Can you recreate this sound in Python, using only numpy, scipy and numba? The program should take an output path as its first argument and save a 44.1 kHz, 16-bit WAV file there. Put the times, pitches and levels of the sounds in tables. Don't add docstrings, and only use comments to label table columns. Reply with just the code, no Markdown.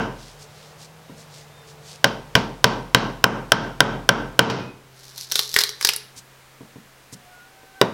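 import sys
import numpy as np
from scipy import signal
from scipy.fft import rfft, irfft
from scipy.io import wavfile
from numba import njit

SR = 44100
rng = np.random.default_rng(int(sys.argv[2]) if len(sys.argv) > 2 else 0)


def digitize_waveform(pressure):
    field = np.atleast_2d(pressure).T
    bounded = np.clip(field, -1, 1)
    quanta = np.round(bounded * 32767).astype(np.int16)
    wavfile.write(sys.argv[1], SR, quanta)


N = 349713
TIME = np.arange(N) / SR
RING = TIME[:SR]

# [t/s, force level/dB, frame level/dB, hardness/dB, body f/Hz]
BLOWS = [(-.06, 0, -0.5, -7, 1200), (2.043, -5.5, -1.5, 1, 924), (2.3528, -8.5, 5.5, 0, 960),
         (2.6424, -2.5, 2, -0.5, 945), (2.947, -1.5, 2, 0, 1070), (3.2409, 2.5, -2.5, -9.5, 1320),
         (3.5197, 1.5, -1.5, -3, 1310), (3.8049, 1.5, 0, -6.5, 1290), (4.0907, 1.5, -1.5, -7, 1340),
         (4.3920, 6.5, 2, -4.5, 1344), (4.499, -30.5, 21, 8, 503), (7.8138, -2.5, -5, -7, 400)]
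# [f/Hz, level/dB, t60/s]
POST_MODES = [(154.5, -24.5, 0.052), (379, -28.5, 0.029), (587, -15, 0.045), (685, -0.5, 0.013),
              (800, -12, 0.023), (1051, 3.5, 0.0091), (1467, -23, 0.077), (1973, -3.5, 0.011),
              (2400, -6, 0.01), (2902, -2, 0.008), (3840, -0.5, 0.0092), (4717, -4, 0.01),
              (5398, -4, 0.012)]
# [f/Hz, level/dB, t60/s]
CHISEL_MODES = [(1544, 0, 0.022), (3092, -0.5, 0.012)]
# [f/Hz, level/dB]
FRAME_MODES = [(123.8, -38), (183.0, -42), (247.6, -36), (446.8, -37.5), (565.2, -63), (802.1, -45.5),
               (920.5, -36.5), (1066, -50.5), (1324, -44), (1567, -42)]
# [f/Hz, level per Hz/dB]
SHELTER_SPECTRUM = [(30, -43), (90, -3), (130, 6), (300, 1.5), (650, -3), (950, -1), (1580, -12),
                    (1800, -10.5), (3100, -14.5), (5700, -19), (8000, -32.5), (15000, -37)]
# [f/Hz, t60/s]
SHELTER_DECAY = [(60, 0.48), (250, 0.58), (1000, 0.49), (6000, 0.41), (14000, 0.083)]
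# [f/Hz, level per Hz/dB]
SNAP_SPECTRUM = [(300, 10.5), (1500, -16), (3000, 4.5), (5700, 3.5), (7500, -44), (15000, -15.5)]
# [f/Hz, level per Hz/dB]
EARLY_AIR = [(25, -10), (130, 9), (290, -4.5), (480, 4), (700, 2), (1900, -5), (6000, -13), (15000, -21.5)]
# [f/Hz, level per Hz/dB]
LATE_AIR = [(25, -5.5), (130, -8), (250, -8.5), (450, -6), (650, -7), (1600, -7.5), (5000, -16),
            (15000, -23)]
# [t/s, firing rate f/Hz, level/dB]
ENGINE = [(0.45, 146.1, -52), (1.024, 159.2, -51), (1.446, 146.0, -51), (2.0, 149.2, -50),
          (4.9, 130.8, -53.5), (6.98, 134, -60), (7.6, 133.2, -65.5)]
# [t/s, length/s, level/dB]
SCRAPES = [(0.255, 0.16, -47.5), (0.424, 0.059, -47), (0.61, 0.2, -51.5), (0.828, 0.066, -45.5),
           (1.205, 0.066, -49), (1.371, 0.11, -46.5), (1.697, 0.058, -49.5), (1.908, 0.11, -44),
           (6.183, 0.033, -39.5), (7.136, 0.02, -38.5)]
# [t/s, peak level/dB, f/Hz]
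BUMPS = [(1.096, -31, 218), (6.166, -42.5, 145), (6.607, -32.5, 260), (6.758, -32, 224), (7.126, -34, 170),
         (7.632, -40.5, 462)]
# [t/s, length/s, level/dB, f/Hz]
WHISTLES = [(1.104, 0.1, -62, 3800), (1.57, 0.13, -59, 3610), (4.663, 0.16, -49, 2500)]
# [t/s, length/s, level/dB, f/Hz]
CALL_NOTES = [(7.288, 0.15, -55.5, 724), (7.72, 0.44, -54, 769)]
# [t/s, length/s, level of the fine crackle/dB]
PUSHES = [(5.055, 0.16, -47.5), (5.213, 0.082, -35.5), (5.386, 0.12, -29), (5.59, 0.16, -30.5),
          (5.857, 0.076, -32)]
# [t/s, level/dB, f/Hz]
CRACKS = [(5.1781, -16.5, 4260), (5.315, -11.5, 4200), (5.3205, -3.5, 5670), (5.356, -0.5, 3790),
          (5.392, 1.5, 3750), (5.5414, -4, 5390), (5.5633, 4, 1930), (5.5886, 3, 4940),
          (5.6066, -4.5, 4830), (5.6126, -3, 3570), (5.6371, -2.5, 4040), (5.692, -11.5, 5600),
          (5.8111, -9.5, 2030), (5.8268, -10, 4810), (5.8483, 6, 4760), (5.8718, -3.5, 5000),
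          (5.8897, 2, 2860), (5.9352, -9.5, 5200), (5.9623, -8, 11000)]
# [f/Hz, level per Hz/dB]
SLAB_SPECTRUM = [(300, -15), (410, 9.5), (650, -15.5), (800, -2.5), (1200, -2), (1950, -1.5), (2600, -6.5),
                 (3800, -1.5), (5800, -5), (7000, -9.5), (11000, -8.5), (16000, -16)]

EARLY_AIR_DB, LATE_AIR_DB = -48, -51
BODY_DB = 7.5
SEATED_HZ, RING_DB, LOOSE_DB_PER_OCTAVE = 880, 1, 11
FAINT_SWAY_S, FAINT_SWAY_DB = 4.33, -15
SCRAPE_HZ, SCRAPE_S, QUICK_BRIGHTENING = 5050, 0.066, 0.17
OCTAVE_LAG_S, OCTAVE_DB = 0.11, 3
STRANDS_WITHIN_S, STRAND_DB, STRAND_OCTAVES = 0.0067, -16.5, 0.28
TOP_HZ = 15900


def undb(db):
    return 10 ** (np.asarray(db) / 20)


def unit(x):
    return x / np.sqrt(np.mean(x ** 2))


def curves(rows):
    s, *columns = np.transpose(rows)
    return [np.interp(TIME, s, c) for c in columns]


def at_pitch(points, hz):
    f, value = np.transpose(points)
    return np.interp(np.log(np.maximum(hz, 1)), np.log(f), value)


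def colour(x, points):
    gain = undb(at_pitch(points, np.fft.rfftfreq(len(x), 1 / SR)))
    return irfft(rfft(x) * gain, len(x))


def noise(points, size):
    return unit(colour(rng.standard_normal(size), points))


def resonate(x, hz, q):
    return signal.lfilter(*signal.iirpeak(min(hz, SR / 4), max(q, 2 / 3), SR), x)


def high_pass(x, hz):
    return signal.lfilter(*signal.butter(1, min(hz, SR / 3), "high", fs=SR), x)


def fade(t60):
    return np.exp(-np.log(1000) * RING / t60)


def mode(hz, t60, build_cycles):
    return np.sin(2 * np.pi * hz * RING) * fade(t60) * (1 - np.exp(-RING * hz / build_cycles))


def swell(s, length):
    return np.exp(-np.pi * ((TIME - s) / length) ** 2)


def waver(rate):
    knots = rng.standard_normal(int(N / SR * rate) + 2)
    return unit(np.interp(TIME * rate, np.arange(len(knots)), knots))


def tone(hz):
    return np.sqrt(2) * np.sin(2 * np.pi * np.cumsum(hz) / SR)


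def reverberate(x, response):
    return signal.fftconvolve(x, response / np.linalg.norm(response))[:len(x)]


def add(out, s, x):
    i = int(round(s * SR))
    x = x[max(-i, 0):N - i]
    out[max(i, 0):max(i, 0) + len(x)] += x


def shelter():
    hz, s, cells = signal.stft(noise(SHELTER_SPECTRUM, size=SR), SR, nperseg=2 ** 8)
    decay = np.exp(-np.log(1000) * s / at_pitch(SHELTER_DECAY, hz)[:, None])
    echoes = signal.istft(cells * decay, SR)[1][:SR]
    return echoes * (1 - np.exp(-RING / 0.00055)) * (1 + 2.4 * fade(0.069))


def frame():
    return sum(undb(db) * mode(hz, 0.45 * (200 / hz) ** 0.03, build_cycles=0.37)
               for hz, db in FRAME_MODES)


def struck_post():
    post = np.zeros(SR)
    for hz, db, t60 in POST_MODES:
        level_db, detune = rng.standard_normal(2) * [1.5, 0.006]
        post += undb(db + level_db) * mode(hz * (1 + detune), t60, build_cycles=1.29)
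    return post


def struck_chisel(body_hz):
    octaves_loose = max(np.log2(SEATED_HZ / body_hz), 0)
    ring_db = RING_DB - LOOSE_DB_PER_OCTAVE * octaves_loose
    return sum(undb(db + ring_db) * mode(hz, t60, build_cycles=1.0) for hz, db, t60 in CHISEL_MODES)


def handle_snap():
    return undb(-1) * noise(SNAP_SPECTRUM, size=SR) * fade(0.011) * (1 - np.exp(-RING / 0.00022))


def hammer(echoes):
    out, roof = np.zeros(N), np.zeros(N)
    sway = undb(-27.0) * mode(42.0, 0.99, build_cycles=5.4)
    beams = undb(14.5) * frame()
    for s, force_db, frame_db, hard_db, body_hz in BLOWS:
        knock = undb(9.5) * high_pass(struck_post() + struck_chisel(body_hz) + handle_snap(), 320)
        knock = knock + (undb(BODY_DB) - 1) * resonate(knock, body_hz, q=9.9)
        room = undb(-12.5) * reverberate(high_pass(knock, 680), shelter())
        boards = undb(-16.5) * (echoes + 0.5 * shelter())
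        blow = knock + room + undb(frame_db) * (beams + boards)
        blow = blow + (undb(hard_db) - 1) * resonate(blow, 4480, q=1.0)
        add(out, s, undb(force_db) * blow)
        add(roof, s, undb(force_db + frame_db) * sway)
    faintness = np.clip((TIME - FAINT_SWAY_S) / 0.05, 0, 1)
    return out + roof * undb(FAINT_SWAY_DB * faintness)


def open_air():
    late = np.clip((TIME - 4.4) / 0.7, 0, 1)
    early_air = undb(EARLY_AIR_DB) * noise(EARLY_AIR, size=N)
    late_air = undb(LATE_AIR_DB) * noise(LATE_AIR, size=N)
    return ((1 - late) * early_air + late * late_air) * undb(0.18 * waver(rate=7.6))


def far_engine():
    hz, db = curves(ENGINE)
    hz = hz * (1 + 0.0027 * waver(rate=27))
    third = undb(-12.0 + 3.5 * waver(rate=11)) * tone(3 * hz)
    return undb(db + 0.72 * waver(rate=17)) * (tone(hz) + third)


def scrapes():
    out = np.zeros(N)
    for s, length, db in SCRAPES:
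        hz = SCRAPE_HZ * (SCRAPE_S / length) ** QUICK_BRIGHTENING
        grain = rng.standard_normal(N) * undb(7.1 * rng.standard_normal(N))
        rustle = resonate(resonate(grain, hz, q=0.9), hz, q=0.9)
        out += undb(db) * swell(s, length) * unit(rustle)
    return out


def bumps(echoes):
    out = np.zeros(N)
    timber = (echoes + undb(30.0) * frame()) * fade(0.65)
    for s, db, hz in BUMPS:
        bump = resonate(timber, hz, q=1.5)
        add(out, s, undb(db) * bump / np.abs(bump).max())
    return out


def whistles():
    return sum(undb(db) * swell(s, length) * tone(hz * (1 + 0.0123 * waver(rate=290)))
               for s, length, db, hz in WHISTLES)


def bird_call():
    out = np.zeros(N)
    for s, length, db, hz in CALL_NOTES:
        pitch = hz * (1 + 0.0067 * waver(rate=67))
        fundamental = swell(s, length) * tone(pitch)
        octave = undb(OCTAVE_DB) * swell(s + OCTAVE_LAG_S, length) * tone(2 * pitch)
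        out += undb(db) * (fundamental + octave)
    return out


def birds():
    return (whistles() + bird_call()) * undb(3 * waver(rate=36))


def fine_crackle():
    strain = sum(undb(db) * swell(s, length) for s, length, db in PUSHES)
    snaps = rng.random(N) < 2600 / SR
    sizes = undb(3.7 * np.minimum(rng.exponential(size=N), 4))
    fibres = snaps * rng.standard_normal(N) * sizes
    crackle = colour(fibres, [(400, -44), (2900, -8.5), (4000, 3), (5800, 1.5), (8000, -7.5),
                              (12000, -7.5), (16000, -23)])
    return strain * unit(crackle)


def breaks(count=2):
    for s, db, hz in CRACKS:
        yield s, db, hz
        for late, size, pitch in rng.random((count, 3)):
            strand_s = s + STRANDS_WITHIN_S * late
            strand_db = db + STRAND_DB * (0.5 + size)
            yield strand_s, strand_db, hz * 2 ** (STRAND_OCTAVES * (2 * pitch - 1))


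def fracture(db, hz):
    tear = noise(SLAB_SPECTRUM, size=SR) * (0.32 * fade(0.014) + 0.061 * fade(0.073))
    tear = tear + 0.74 * resonate(tear, hz, q=2.8) + 0.64 * mode(hz, 0.0089, build_cycles=0.47)
    tear = high_pass(tear, 0.6 * hz)
    tick = 0.1 * rng.standard_normal(SR) * fade(0.014)
    jolt = 0.0079 * undb(db) * fade(0.0049)
    return undb(db) * (tear + tick + jolt)


def splinters():
    out = fine_crackle()
    for s, db, hz in breaks():
        add(out, s, fracture(db, hz))
    return out + undb(-12.5) * reverberate(out, noise(SLAB_SPECTRUM, size=SR) * fade(0.38))


def scene():
    echoes = shelter()
    mono = hammer(echoes) + open_air() + far_engine()
    mono = mono + scrapes() + bumps(echoes) + birds() + splinters()
    return np.tile(mono, (2, 1))


@njit
def follow(x, attack, release):
    out, e = np.empty(len(x)), 0.
    for i in range(len(x)):
        e += (x[i] - e) * (attack if x[i] > e else release)
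        out[i] = e
    return out


def record(dry):
    attack_s, release_s, limit_db = 0.003, 0.11, -6
    loud = follow(np.abs(dry[0]), 1 / (attack_s * SR), 1 / (release_s * SR))
    ducked = dry / np.maximum(loud / undb(limit_db), 1)
    clipped = np.clip(ducked, -1, 1)
    return signal.sosfilt(signal.ellip(8, 0.2, 70, TOP_HZ, fs=SR, output="sos"), clipped)


dry = scene()
out = record(dry)
digitize_waveform(out)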